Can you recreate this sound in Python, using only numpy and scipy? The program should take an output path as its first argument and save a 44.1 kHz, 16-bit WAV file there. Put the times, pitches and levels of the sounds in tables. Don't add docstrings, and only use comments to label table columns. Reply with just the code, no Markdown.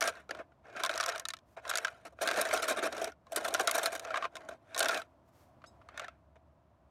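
import sys
import numpy as np
from scipy import signal
from scipy.fft import rfft, irfft
from scipy.io import wavfile
from scipy.ndimage import uniform_filter1d, minimum_filter1d

SR = 44100
rng = np.random.default_rng(int(sys.argv[2]) if len(sys.argv) > 2 else 0)


def output_pcm(signal):
    pcm = np.clip(np.atleast_2d(signal).T, -1, 1) * 32767
    wavfile.write(sys.argv[1], SR, np.round(pcm).astype(np.int16))


N = 304290
RING_TIME = np.arange(2600) / SR

# low f/Hz, high f/Hz, crowd decay/s, crowd level/dB
REGISTERS = [(246, 800, 0.0029, -3), (441.8, 1110, 0.0078, -9), (970, 2910, 0.0065, -7.5),
             (2800, 6700, 0.0022, -1.5), (7340, 12300, 0.0017, -1.5)]
# t/s, rise/s, run/s, fade/s, level/dB, hollowness/dB, brightness/dB
SLIDES = [(0, 0.018, 0.072, 0.046, -37.5, -0.5, -15.5), (0.089, 0.018, 0.089, 0.083, -55.5, -4, -23),
          (0.279, 0.019, .12, 0.029, -58, 6, -29), (.62, 0.028, 0.11, .05, -60, 3, -28.5),
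          (.7, 0.063, 0.11, 0.046, -45.5, 0.5, -25.5), (.88, 0.028, 0.25, 0.13, -44.5, 0.5, -25),
          (1.581, 0.088, 0.11, 0.38, -47.5, 3, -19), (2.179, 0.051, 0.37, 0.056, -40, -1.5, -16.5),
          (2.6, 0.035, .25, 0.051, -46, 2, -25.5), (2.899, 0.023, 0.16, 0.052, -46, 3, -16.5),
          (3.26, 0.098, .36, 0.057, -49.5, 7.5, -15), (3.69, 0.042, 0.15, .06, -43, 1.5, -16.5),
          (3.869, .03, .15, 0.042, -57, 7, -16.5), (4.021, 0.038, .2, .04, -48.5, 4.5, -27),
          (4.27, 0.061, .22, .06, -65, 9.5, -20), (4.66, .16, .045, 0.086, -37, 1.5, -21),
          (4.88, .025, .07, 0.076, -38, -1, -18), (5.84, 0.17, 0.012, 0.14, -46.5, -2, -38)]
# t/s, level/dB
DEPTH = [(0, -10.5), (.4, -5.5), (.8, -8), (1, -22), (1.8, -31), (2.05, -9), (3, -5.5), (3.6, -12.5),
         (4.2, -14.5), (4.45, -7), (4.85, -9.5), (6, -13)]


def amp(db):
    return 10 ** (np.asarray(db) / 20)


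def unit_rms(x):
    return x / np.sqrt(np.mean(x ** 2) + 1e-20)


def curve(points):
    return np.interp(np.arange(N) / SR, *np.transpose(points))


def add(mix, start_s, sound):
    part = mix[max(round(start_s * SR), 0):][:len(sound)]
    part += sound[:len(part)]


def band(x, low_hz, high_hz, order=2):
    sos = signal.butter(order, [low_hz, high_hz], "band", fs=SR, output="sos")
    return unit_rms(signal.sosfilt(sos, x))


def noise(spectrum):
    hz, db = np.transpose(spectrum)
    colour = amp(np.interp(np.log(np.fft.rfftfreq(N, 1 / SR) + 1), np.log(hz), db))
    return unit_rms(irfft(rfft(rng.standard_normal(N)) * colour, N))


def wander(rate_hz):
    rolloff = np.exp(-(np.fft.rfftfreq(N, 1 / SR) / rate_hz) ** 2)
    return unit_rms(irfft(rfft(rng.standard_normal(N)) * rolloff, N))


def garden(drone_hz=72, width_hz=7):
    # f/Hz, level/dB
    air_spectrum = [(25, -30.5), (50, -12), (72, -2), (120, -4), (170, -12), (260, -9), (340, -9.5),
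                    (450, -19.5), (560, -11), (660, -6), (800, -15.5), (980, -13.5), (1840, -29.5),
                    (4000, -39.5), (16000, -53.5)]
    # t/s, level/dB
    air_swell = [(0, -65), (1.45, -67), (3.2, -67), (4.62, -65.5), (5.2, -65.5), (5.7, -62), (6.3, -67),
                 (6.9, -67)]
    # t/s, level/dB
    rumble_swell = [(0, -68), (.6, -79.5), (1.5, -76.5), (2.2, -71), (3.5, -73), (5, -84), (5.8, -84.5),
                    (6.2, -69), (6.55, -72), (6.9, -72)]
    air = noise(air_spectrum) * amp(curve(air_swell) + .5 * wander(5))
    drone = band(rng.standard_normal(N), drone_hz - width_hz / 2, drone_hz + width_hz / 2)
    murk = band(rng.standard_normal(N), 80, 180, order=3)
    return air + (drone + amp(-4) * murk) * amp(curve(rumble_swell))


def box_ring(wall_hz, tick_hz, wall_db, tick_db, spread_db, damping):
    # f/Hz, width/Hz, level/dB
    box_modes = [(313.6, 83, -12.5), (439.1, 98, -4.5), (565, 48, -6), (662.3, 66, 9), (785, 130, -13),
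                 (1064.6, 40, -8), (1193, 110, -8.5), (1328, 89, -4.5), (1440, 76, -4.5), (1580, 86, -5.5),
                 (1790, 92, -10.5), (2170, 110, -9), (2388, 140, -7), (2570, 69, -13), (3087, 400, -7),
                 (3640, 350, -6), (3920, 170, -8.5), (4270, 160, -15), (4650, 320, -17), (5600, 290, -8.5),
                 (5800, 260, -14.5), (6700, 380, -5.5), (7540, 340, -15), (8260, 1500, -8),
                 (9200, 430, -9.5), (9500, 420, -16.5), (11400, 540, -28), (12300, 550, -23.5),
                 (14330, 800, -8.5)]
    hz, width, db = np.transpose(box_modes)
    favour_db = wall_db * np.exp(-(np.log(hz / wall_hz) / .1) ** 2)
    favour_db += tick_db * np.exp(-(np.log(hz / tick_hz) / .068) ** 2)
    weight = amp(db + favour_db + spread_db * rng.standard_normal(len(hz)))
    weight *= rng.choice([-1, 1], len(hz))
    grip = 1 + .0083 * rng.standard_normal(len(hz))
    decays = np.exp(-np.pi * damping * np.outer(width, RING_TIME))
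    swings = decays * np.sin(2 * np.pi * np.outer(hz * grip, RING_TIME))
    modes = (weight * np.sqrt(width))[:, None] * swings
    register = np.searchsorted([row[0] for row in REGISTERS[1:]], hz)
    cavity_echo = .04 * np.exp(-RING_TIME / .012)
    rings = []
    for k, (low_hz, high_hz, decay_s, crowd_db) in enumerate(REGISTERS):
        crowd = rng.standard_normal(len(RING_TIME)) * (np.exp(-RING_TIME / decay_s) + cavity_echo)
        clear = band(modes[register == k].sum(0), low_hz, high_hz)
        rings.append(unit_rms(clear + amp(crowd_db) * band(crowd, low_hz, high_hz)))
    return np.array(rings) / np.sqrt(len(RING_TIME))


def rub_power(db, hollow_db, bright_db):
    return amp(db + np.array([hollow_db, hollow_db, 0, .68 * bright_db, bright_db]))[:, None] ** 2


def pressure(swell_db=34):
    # t/s, length/s, level/dB, hollowness/dB, brightness/dB
    scuffs = [(0.389, 0.029, -47.5, 2, -35), (0.797, 0.011, -38.5, -10, -14.5),
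              (.895, 0.014, -42, 4.5, -17), (0.943, 0.017, -50, 11.5, -21), (1.079, 0.017, -42.5, 8, -20),
              (1.566, 0.032, -49.5, 6.5, -27), (1.694, 0.011, -35.5, -9, -0.5), (2.05, 0.03, -48, 3, -13),
              (2.124, 0.015, -66.5, 11, -12), (2.211, 0.03, -37, 3.5, -9),
              (2.369, 0.051, -34.5, 3.5, -15.5), (2.525, 0.052, -35, 1.5, -10),
              (2.623, 0.033, -33.5, -4, -9.5), (2.679, 0.05, -33, 0.5, -7.5), (2.77, 0.031, -36, 0.5, -16),
              (2.826, 0.046, -34.5, 1.5, -10.5), (3.015, 0.016, -42.5, 5.5, -4.5),
              (3.321, 0.014, -49, 10.5, -1), (3.365, 0.025, -38, 3, -5.5),
              (3.448, 0.017, -33.5, -3.5, -13.5), (3.48, 0.01, -41, 3.5, 0.5), (3.596, 0.021, -35, 7.5, -4),
              (3.747, 0.021, -33, 0, -2.5), (3.778, 0.018, -34, 3.5, -8), (3.83, 0.023, -40, 5.5, 1),
              (3.862, 0.019, -38.5, 0.5, -10), (3.92, 0.028, -41, 3.5, -9.5), (3.952, 0.013, -36, -1, -7.5),
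              (4.168, .014, -34.5, -3.5, -21), (4.407, 0.016, -53, 6, -27), (4.488, 0.0063, -40, 8, -6),
              (4.509, 0.019, -50.5, 8, -20), (5.94, 0.01, -56, 0, -36), (6.357, 0.013, -60.5, 4.5, -26)]
    t = np.arange(N) / SR
    power = np.zeros((len(REGISTERS), N))
    for start, rise, run, fade, *colour in SLIDES:
        rising = (start + rise - t) / rise
        fading = (t - start - rise - run) / fade
        slide_db = np.clip(-swell_db * np.maximum(rising, fading), -100, 0)
        power += rub_power(*colour) * amp(slide_db) ** 2
    for start, length, *colour in scuffs:
        progress = np.arange(0, 2, 1 / (length * SR))
        shove = np.interp(progress, [0, .12, .7, 1.15, 1.8], [.14, .95, .49, .0024, .0025])
        for register, push in zip(power, rub_power(*colour) * shove):
            add(register, start - .0015, push)
    power[0] *= amp(curve(DEPTH)) ** 2
    return np.sqrt(power)


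def sliding(catches_per_s=4500, grain_db=5, judder_db=4, dwell_s=.006, spots=20):
    size_db = grain_db * np.minimum(rng.exponential(1, N), 3.3) + judder_db * wander(125)
    hits = rng.choice([-1, 1], N) * (rng.random(N) < catches_per_s / SR)
    grit = np.array([unit_rms(hits * amp(contrast * size_db)) for contrast in (.044, .1, .3, .46, 1)])
    catches = pressure() * grit
    spot = rng.integers(0, spots, N)[np.cumsum(rng.random(N) < 1 / (dwell_s * SR))]
    out = np.zeros((len(REGISTERS), N))
    for k, tick_hz in enumerate(np.geomspace(3500, 12000, spots)):
        wall_hz = rng.uniform(1300, 1680)
        rings = box_ring(wall_hz, tick_hz, wall_db=6.5, tick_db=4, spread_db=2.5, damping=.93)
        out += signal.oaconvolve(catches * (spot == k), rings, axes=1)[:, :N]
    balance = amp([-.6, -.4, -.3, .1, .2])
    return (balance[:, None] * out).sum(0)


def blow(register_db, wall_hz, tick_hz, focus_db, rebound_db=-8):
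    rings = box_ring(wall_hz, tick_hz, wall_db=focus_db, tick_db=20.5, spread_db=4.5, damping=.89)
    rings *= np.sqrt(.008 * SR) * amp(register_db)[:, None]
    rebound_s = .003 * rng.uniform(.5, 1.5)
    lags_s = .0005 * np.array([2, 1.98, .83, .067, 0])
    out = np.zeros(2 * len(RING_TIME))
    for ring, lag_s in zip(rings, lags_s):
        add(out, lag_s, ring)
        add(out, lag_s + rebound_s, amp(rebound_db) * ring)
    return out


def ticks(lid_hz=1950, fine_db_per_octave=19):
    # t/s, level/dB, f/Hz
    latch_ticks = [(.0085, -36, 5970), (0.913, -44.5, 4030), (.939, -44, 3990), (.9775, -37, 5600),
                   (1.009, -35, 5610), (1.123, -47.5, 3930), (1.1795, -47, 5610), (1.197, -42.5, 6740),
                   (1.2532, -37, 3870), (1.2858, -40, 6700), (1.304, -41.5, 3890), (1.368, -56.5, 3950),
                   (1.388, -64, 3650), (1.7737, -35.5, 7400), (2.4129, -31, 9540), (3.361, -34, 9230),
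                   (3.7118, -32.5, 8750), (3.9959, -44.5, 6440), (4.7463, -40, 3920), (4.7781, -36.5, 6480),
                   (4.7862, -41, 7560), (4.793, -37, 9250)]
    out = np.zeros(N)
    for start, db, hz in latch_ticks:
        fine_db = -7 + fine_db_per_octave * np.log2(hz / 6000)
        register_db = db + np.array([-36, -20, -4, 0, fine_db])
        add(out, start, blow(register_db, lid_hz, hz, focus_db=15))
    return out


def knock(start, db, hard_db, wall_hz, part_hz, middle_hz=1380, muffle_share=.8):
    depth_db = np.interp(start, *np.transpose(DEPTH))
    pump_db = 4 - 11 * abs(np.log2(wall_hz / middle_hz))
    hollow_db = pump_db + muffle_share * depth_db
    register_db = db + np.array([hollow_db + depth_db - 3, hollow_db, 0, hard_db, 1.8 * hard_db - 8])
    return blow(register_db, wall_hz, part_hz, focus_db=17 - .4 * hard_db)


def knocks():
    # t/s, level/dB, hardness/dB, wall f/Hz, part f/Hz
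    strikes = [(0.0163, -33.5, -8, 1420, 4760), (0.0245, -31.5, -2.5, 1980, 5700),
               (0.0758, -37, 1.5, 1280, 5500), (.292, -45, -12, 1400, 3900), (.3087, -36.5, -8, 1720, 4650),
               (.349, -48.5, -7, 1290, 3100), (0.519, -65.5, -25, 1440, 3530),
               (.836, -31.5, -1.5, 1015, 3480), (.8491, -33, -4, 1032, 3465), (.8621, -39, 1.5, 1030, 3520),
               (0.8939, -30.5, -9.5, 1423, 3720), (.9575, -43.5, -2, 1290, 6200),
               (1.0005, -29.5, -10, 1260, 5510), (1.029, -36.5, -5, 1266, 3400),
               (1.038, -36.5, -3.5, 1380, 3590), (1.0617, -40, 2.5, 1180, 5220),
               (1.0827, -41, -1.5, 1290, 3690), (1.0902, -39, 0.5, 1460, 5700),
               (1.0969, -38.5, -4, 1800, 5680), (1.159, -42.5, -4.5, 1353, 3640),
               (1.3364, -42, -2.5, 1246, 3880), (1.652, -41.5, -20, 1010, 3310),
               (1.712, -30.5, -18, 1420, 4670), (1.7368, -35.5, -11, 1480, 3370),
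               (1.7554, -32, -1.5, 1440, 6600), (1.7839, -35, -2.5, 1580, 6700),
               (1.8476, -27.5, -11.5, 1480, 5300), (1.8702, -41, -10, 1390, 3780),
               (1.881, -39, -10.5, 1490, 3700), (2.188, -49.5, -27, 1420, 3680),
               (2.2749, -31.5, -2, 1534, 3920), (2.2879, -31, -7.5, 1545, 3640),
               (2.3126, -34, -4, 1580, 3750), (2.511, -34, -14, 2170, 5270),
               (3.0439, -44.5, 5.5, 1393, 5640), (3.12, -55, -6.5, 1482, 5600),
               (3.2681, -58.5, -11.5, 1050, 3860), (3.5402, -40.5, 6.5, 1490, 5570),
               (3.5464, -25.5, -6, 1500, 4140), (3.5973, -29, -17, 1580, 5600),
               (3.6738, -19.5, 2, 1380, 3960), (3.679, -35, -14, 1170, 3800), (3.694, -33, -8, 1130, 4000),
               (3.8584, -27, 2, 1380, 4100), (4.0495, -43, -7, 1270, 3590),
               (4.1052, -39.5, -17, 1350, 3850), (4.1414, -30, -32, 1140, 3530),
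               (4.1577, -31.5, -15, 1120, 3640), (4.173, -35, -9.5, 1192, 3600),
               (4.224, -34, -36, 1142, 3400), (4.241, -32.5, -39, 1175, 3610),
               (4.252, -33.5, -24, 1150, 3590), (4.3544, -45, -4, 1494, 3600),
               (4.3673, -45.5, -3.5, 1012, 3760), (4.7635, -40, -5.5, 1080, 4380),
               (4.8045, -29.5, 1.5, 1547, 9400), (4.8282, -33, 0.5, 1570, 3730),
               (4.8576, -32.5, -5, 1538, 5290), (4.8853, -36.5, 2.5, 1590, 4650),
               (4.893, -29, -8, 1435, 3640), (4.975, -42, -2, 1166, 3860), (5.018, -46.5, -5, 1280, 3870),
               (5.6175, -60, -27, 1150, 3380), (5.64, -50, -33, 1270, 3520),
               (5.814, -59.5, -35, 1260, 3680), (5.8878, -49.5, -15, 1165, 4270),
               (5.9759, -41, -7, 1780, 3850), (5.996, -39, -7, 1268, 3520),
               (6.0445, -44.5, -13, 1746, 3500), (6.0822, -46, -10, 1267, 3490)]
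    out = np.zeros(N)
    for start, *strike in strikes:
        add(out, start, knock(start, *strike))
    return out


def rattle(knocks_per_s=45):
    out = np.zeros(N)
    for start, rise, run, _, db, _, bright_db in SLIDES:
        for place, wall, part, size, hard in rng.uniform(-1, 1, (round(knocks_per_s * run), 5)):
            onset = start + rise + run * (place + 1) / 2
            hard_db = 7 + .7 * bright_db + 4 * hard
            wall_hz, part_hz = 1480 * np.exp(.21 * wall), 5200 * np.exp(.72 * part)
            add(out, onset, knock(onset, db - 2 + 3 * size, hard_db, wall_hz, part_hz))
    return out


def palms():
    # t/s, level/dB
    strokes = [
        [(1.42, -106), (1.478, -77), (1.526, -76), (1.56, -73)],
        [(1.92, -82), (1.938, -96), (1.98, -81.5), (2.04, -100)],
        [(5.08, -81), (5.2, -99.5), (5.214, -101), (5.292, -75), (5.312, -85), (5.356, -70.5), (5.432, -71),
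         (5.6, -102)],
    ]
    # f/Hz, level/dB
    skin_spectrum = [(1500, 3), (3500, -5.5), (5500, -4), (9000, -8), (14000, -8), (16000, -16)]
    level = np.zeros(N)
    for stroke in strokes:
        times, db = np.transpose(stroke)
        t = np.arange(times[0], times[-1], 1 / SR)
        add(level, times[0], amp(np.interp(t, times, db)) * signal.windows.tukey(len(t), .15))
    return level * noise(skin_spectrum) * amp(-.5 + 1.2 * wander(60))


def bird(echo_delay_s=.0082, echo_decay_s=.026, echo_db=-13.5):
    # t/s, fundamental f/Hz, level/dB
    contour = [(5.655, 890, -93), (5.662, 1130, -64.5), (5.672, 1290, -62), (5.684, 1304, -63),
               (5.697, 1260, -74), (5.703, 1210, -87)]
    # harmonic number, level/dB
    harmonics = [(3, -6), (4, 0), (5, -7), (6, -6), (7, -11), (9, -19)]
    times, hz, db = np.transpose(contour)
    t = np.arange(times[0], times[-1], 1 / SR)
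    phase = 2 * np.pi * np.cumsum(np.interp(t, times, hz)) / SR
    tone = unit_rms(sum(amp(level) * np.sin(k * phase) for k, level in harmonics))
    call = amp(np.interp(t, times, db)) * tone
    lag = np.arange(SR // 4) / SR
    hedge = rng.standard_normal(len(lag)) * np.exp(-lag / echo_decay_s)
    echo = signal.fftconvolve(call, hedge / np.linalg.norm(hedge))
    out = np.zeros(N)
    add(out, times[0], call)
    add(out, times[0] + echo_delay_s, amp(echo_db) * echo)
    return out


def scene(low_cut_hz=195):
    backdrop = palms() + bird() + garden()
    box = sliding() + knocks() + ticks() + rattle()
    low_cut = signal.butter(3, low_cut_hz, "high", fs=SR, output="sos")
    return (signal.sosfilt(low_cut, box) + backdrop)[None]


def record(dry, ceiling_db=-17, top_hz=16600):
    allowed = np.minimum(1, amp(ceiling_db) / (abs(dry) + 1e-9))
    gain = uniform_filter1d(minimum_filter1d(allowed, size=90), size=70)
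    low_pass = signal.firwin(301, top_hz, window=("kaiser", 8), fs=SR)
    return signal.oaconvolve(dry * gain, low_pass[None], "same")


dry = scene()
out = record(dry)
output_pcm(out)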